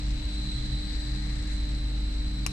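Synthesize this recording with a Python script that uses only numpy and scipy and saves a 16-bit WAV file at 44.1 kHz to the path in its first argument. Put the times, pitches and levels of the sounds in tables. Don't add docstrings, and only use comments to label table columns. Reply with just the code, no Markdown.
import sys
import numpy as np
from scipy import signal
from scipy.fft import rfft, irfft
from scipy.io import wavfile

SR = 44100
rng = np.random.default_rng(int(sys.argv[2]) if len(sys.argv) > 2 else 0)


def materialize(psi):
    bounded = np.clip(np.atleast_2d(psi).T, -1, 1)
    quanta = np.round(bounded * 32767).astype(np.int16)
    wavfile.write(sys.argv[1], SR, quanta)


N = 111132
TIME_S = np.arange(N) / SR
FREQ_HZ = np.fft.rfftfreq(N, 1 / SR)

# freq_hz, correlation
EAR_CORRELATION = [(30, 0.98), (130, 0.91), (280, 0.79), (500, 0), (1500, 0.24), (4000, -.1), (12000, 0)]
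# freq_hz, relative_density_db
AIR_SPECTRUM = [(100, -33), (420, 2.5), (750, -3), (1150, -4), (1800, -1), (2400, -3.5), (3200, -4),
                (4500, -5), (5500, -10), (7200, -45), (9200, -29), (12200, -23.5), (13400, -39),
                (15400, -31)]
# freq_hz, relative_density_db
RUMBLE_SPECTRUM = [(8, -14), (26, -7), (38, -14.5), (60, 2.5), (82, -5.5), (105, -10), (130, -14),
                   (165, -11.5), (195, -13.5), (230, -17.5), (260, -15.5), (335, -23.5), (420, -34.5),
                   (800, -65)]
# time_s, level_db
MAINS_ENVELOPE = [(0.0, -35), (0.04, -29.5), (0.15, -26.5), (0.2, -38.5), (0.25, -29), (0.43, -34.5),
                  (0.51, -30.5), (0.68, -36.5), (0.74, -28), (0.86, -34), (0.99, -29.5), (1.05, -34),
                  (1.09, -31), (1.99, -28), (2.43, -30), (2.52, -37)]
# pitch_hz, level_db
HUM_TONES = [(100, -55), (300.15, -45.5), (496.7, -68), (600.3, -65.5), (800.3, -69), (856.6, -78),
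             (900.3, -72.5), (1229, -74.5), (1997.6, -70), (2151, -67.5), (2304.8, -70.5), (2487.2, -73.5)]
# pitch_hz, level_db
DRONE_TONES = [(25, -49), (26.9, -44), (31, -48), (64, -50.5), (245, -58.5), (260, -60)]
# time_s, gain_db
MOTOR_ENVELOPE = [(0.0, -43.5), (0.14, -38.5), (0.34, -55), (0.47, -36.5), (0.53, -49), (0.58, -32),
                  (0.65, -42.5), (0.74, -34), (0.83, -52), (0.88, -44.5), (0.98, -50), (1.08, -37),
                  (1.43, -42.5), (1.45, -49), (1.59, -42.5), (1.6, -62), (1.69, -39.5), (2.01, -44),
                  (2.06, -65), (2.1, -46), (2.14, -55), (2.17, -47), (2.36, -40), (2.52, -39.5)]
# time_s, gain_db
GEAR_ENVELOPE = [(0.0, -46.5), (0.11, -44.5), (0.14, -58), (0.39, -45), (0.53, -43.5), (0.6, -59),
                 (0.67, -45.5), (0.88, -43.5), (1.03, -62), (1.18, -42.5), (1.29, -43), (1.35, -80),
                 (1.47, -40), (1.51, -68), (1.54, -42.5), (1.67, -44.5), (1.76, -48), (1.85, -51),
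                 (1.92, -69), (1.96, -46), (2.13, -47), (2.17, -72), (2.25, -47.5), (2.52, -41)]
# time_s, gain_db, pan_db (positive = left)
WHINE_ENVELOPE = [(.08, -50.5, -4), (.18, -48.5, 4), (.25, -46.5, 0.5), (.36, -43.5, -2.5),
                  (.56, -43, -4.5), (.68, -45, -8.5), (.77, -43, -4.5), (.9, -45, 4), (.99, -45.5, 1),
                  (1.03, -43, 3), (1.12, -46, 0.5), (1.38, -49, 0), (1.54, -46.5, -5.5), (1.7, -47.5, 0.5),
                  (2.0, -47.5, -1.5), (2.36, -47.5, -0.5), (2.52, -48.5, -3)]
# carrier_ratio, relative_db, pan_db, wander_factor
WHINE_PARTIALS = [(1, 1.26, 1, 1), (1.978, -13, 11, 1.4), (2.97, -35, 15, 5)]
# centre_hz, sigma_hz, relative_db
HOUSING_BANDS = [(3690, 74, -15.5), (4073, 38, -6.5), (4405, 23, -14)]
# freq_hz, relative_density_db
RUB_SPECTRUM = [(500, -0.5), (1200, -9), (1950, 1), (2600, -1.5), (3200, -2.5), (3800, 6), (4600, 6),
                (5400, -0.5), (7000, -3.5), (8300, -0.5), (9600, -24.5), (13000, -68)]
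# time_s, level_db
RUB_ENVELOPE = [(0, -48), (.2, -50.5), (.5, -48.5), (.75, -50), (1.0, -49), (1.25, -49), (1.52, -49),
                (1.7, -51.5), (2.0, -52.5), (2.25, -53), (2.52, -50.5)]
# peak_s, sigma_s, level_db, centre_hz, sigma_hz
DRAG_SWELLS = [(0.143, 0.18, -60, 2760, 240), (0.56, 0.36, -55, 3530, 720), (0.583, 0.2, -59, 3364, 11.5),
               (0.97, 0.18, -49, 4360, 550), (1.106, 0.51, -54, 1880, 260), (1.516, 0.02, -49.5, 1950, 400),
               (1.527, 0.021, -54.5, 6950, 1950)]
# start_s, force_db, decay_s
SNAP_CRACKS = [(2.4630, -28.5, 0.0019), (2.4641, -23, 0.0013), (2.47, -35.5, 0.0025),
               (2.4720, -30.5, 0.00087)]
# freq_hz, relative_density_db
SNAP_SPECTRUM = [(300, 5), (700, -4), (1100, 1), (1650, -2.5), (2650, 4.5), (3400, -15), (4600, -7),
                 (5300, 1.5), (5850, -2.5), (6400, 2.5), (7200, -6), (8200, -1), (10500, -6), (12500, -15),
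                 (15000, -25)]
# pitch_hz, level_db, t60_s
FLANGE_MODES = [(1130, -41, 0.043), (1130, -32.5, 0.014), (2060, -41, 0.041), (2750, -23.5, 0.013),
                (5280, -20.5, 0.012), (5400, -37, 0.076), (6426, -19.5, 0.0076), (8000, -16, 0.003),
                (9800, -23, 0.0034)]

AIR_DB, RUMBLE_DB = -50.5, -39
MAINS_HZ, MOTOR_HZ, GEAR_HZ = 50, 128.26, 194.1
CARRIER_HZ, WANDER_RMS_HZ, WANDER_RATE_HZ = 4004, 62, 417
FLUTTER_DEPTH, FLUTTER_RATE_HZ, WHINE_PHASE_RAD = 0.57, 180, 1.94
RUB_PAN_DB, DRAG_PAN_DB, GRAIN_DB = 10, 14, 1.5
SNAP_RISE_S, SNAP_PAN_DB, SNAP_WET_DB, FLANGE_LAG_RAD = 0.00026, 7, -14.5, 1.03


def amp(db):
    return 10 ** (np.asarray(db) / 20)


def unit_rms(x):
    return x / np.sqrt(np.mean(abs(x) ** 2) + 1e-20)


def spectrum(points):
    hz, value = np.transpose(points)
    return np.interp(np.log(FREQ_HZ + 1), np.log(hz + 1), value)


def curve(rows, column=1):
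    rows = np.array(rows)
    return np.interp(TIME_S, rows[:, 0], rows[:, column])


def pan(db):
    return unit_rms(np.array([amp(db / 2), amp(-db / 2)]).reshape(2, -1))


def drift(rate_hz):
    lowpass = np.exp(-(FREQ_HZ / rate_hz) ** 2) * (FREQ_HZ > 0)
    return unit_rms(irfft(rfft(rng.standard_normal(N)) * lowpass, N))


def complex_drift(rate_hz):
    return drift(rate_hz) + 1j * drift(rate_hz)


def colour(x, points):
    log_gain = np.log(unit_rms(amp(spectrum(points))))
    cepstrum = irfft(log_gain, N)
    cepstrum[1:N // 2] *= 2
    cepstrum[N // 2 + 1:] = 0
    impulse = irfft(np.exp(rfft(cepstrum)), N)[None, :2048]
    return signal.fftconvolve(x, impulse, axes=1)[:, :N]


def noise(points):
    mid, side = rfft(rng.standard_normal((2, N)))
    correlation = spectrum(EAR_CORRELATION)
    mid *= np.sqrt((1 + correlation) / 2)
    side *= np.sqrt((1 - correlation) / 2)
    return unit_rms(irfft(np.array([mid + side, mid - side]) * amp(spectrum(points)), N))


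def band(centre_hz, sigma_hz):
    bell = np.exp(-((FREQ_HZ - centre_hz) / sigma_hz) ** 2 / 2)
    return unit_rms(irfft(rfft(rng.standard_normal((2, N))) * bell, N))


def tones(rows, rate_hz, waver=0.068):
    out = np.zeros((2, N))
    for hz, db in rows:
        mid = 1 + waver * complex_drift(rate_hz)
        spread = min(hz / 900, 1) ** 1.49
        side = spread * unit_rms(drift(rate_hz=0.78) + 1j * drift(rate_hz=0.64))
        carrier = np.exp(2j * np.pi * (hz * TIME_S + rng.random()))
        out += np.sqrt(2) * amp(db) * (np.array([mid + side, mid - side]) * carrier).real
    return out


def reverb(x, t60_s=0.44, gap_s=0.003):
    tail = rng.standard_normal((2, N)) * amp(-60 * TIME_S / t60_s) * (TIME_S > gap_s)
    tail /= np.linalg.norm(tail, axis=1, keepdims=True)
    return signal.fftconvolve(x, tail, axes=1)[:, :N]


def fan_air():
    return amp(AIR_DB) * noise(AIR_SPECTRUM)


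def rumble():
    return amp(RUMBLE_DB) * noise(RUMBLE_SPECTRUM)


def motors():
    mains_phase = 2 * np.pi * (MAINS_HZ * TIME_S + rng.random())
    mains = np.sqrt(2) * amp(curve(MAINS_ENVELOPE)) * np.sin(mains_phase)
    motor = amp(curve(MOTOR_ENVELOPE)) * tones([(MOTOR_HZ, -1)], rate_hz=1.9)
    gear = amp(curve(GEAR_ENVELOPE)) * tones([(GEAR_HZ, -1)], rate_hz=7.4)
    hum = tones(HUM_TONES, rate_hz=28.0)
    drone = tones(DRONE_TONES, rate_hz=6.5, waver=0.34)
    return mains + motor + gear + hum + drone


def drive_whine():
    wander_cycles = np.cumsum(WANDER_RMS_HZ * drift(WANDER_RATE_HZ)) / SR
    out = np.zeros((2, N))
    for ratio, db, pan_db, wander_factor in WHINE_PARTIALS:
        cycles = ratio * CARRIER_HZ * TIME_S + wander_factor * wander_cycles
        flutter = np.array([np.exp(1j * ear_rad) + FLUTTER_DEPTH * complex_drift(FLUTTER_RATE_HZ)
                            for ear_rad in (0, WHINE_PHASE_RAD)])
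        partial = unit_rms((flutter * np.exp(2j * np.pi * cycles)).real)
        out += amp(db) * pan(pan_db) * partial
    out += sum(amp(db) * band(hz, sigma_hz) for hz, sigma_hz, db in HOUSING_BANDS)
    return out * amp(curve(WHINE_ENVELOPE)) * pan(curve(WHINE_ENVELOPE, column=2))


def strip_hiss():
    hiss = noise(RUB_SPECTRUM) * amp(curve(RUB_ENVELOPE)) * pan(RUB_PAN_DB)
    for peak_s, sigma_s, db, centre_hz, sigma_hz in DRAG_SWELLS:
        swell = amp(db) * np.exp(-((TIME_S - peak_s) / sigma_s) ** 2 / 2)
        hiss += band(centre_hz, sigma_hz) * swell * pan(DRAG_PAN_DB)
    grain = unit_rms(amp(GRAIN_DB * drift(rate_hz=170)))
    return hiss * grain


def strip_snap():
    force = np.zeros(N)
    for start_s, db, decay_s in SNAP_CRACKS:
        age_s = np.maximum(TIME_S - start_s, 0)
        rise = np.minimum(age_s / SNAP_RISE_S, 1)
        decay = np.exp(-np.maximum(age_s - SNAP_RISE_S, 0) / decay_s)
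        force += amp(db) * rise * decay
    cracks = colour(force * rng.choice([-1., 1.], (2, N)), SNAP_SPECTRUM)
    ring_age_s = np.maximum(TIME_S - TIME_S[np.argmax(force)], 0)
    lag_rad = np.array([[0], [FLANGE_LAG_RAD]])
    ring = sum(amp(db - 60 * ring_age_s / t60_s) * np.sin(2 * np.pi * hz * ring_age_s - lag_rad)
               for hz, db, t60_s in FLANGE_MODES)
    ring *= np.minimum(2 * ring_age_s / SNAP_RISE_S, 1)
    direct = (cracks + ring) * pan(SNAP_PAN_DB)
    return direct + amp(SNAP_WET_DB) * reverb(direct)


def scene():
    return motors() + rumble() + drive_whine() + strip_hiss() + strip_snap() + fan_air()


def record(dry):
    lowpass = signal.firwin(511, 15300, window=("kaiser", 9), fs=SR)
    return signal.oaconvolve(dry, lowpass[None], "same")


dry = scene()
out = record(dry)
materialize(out)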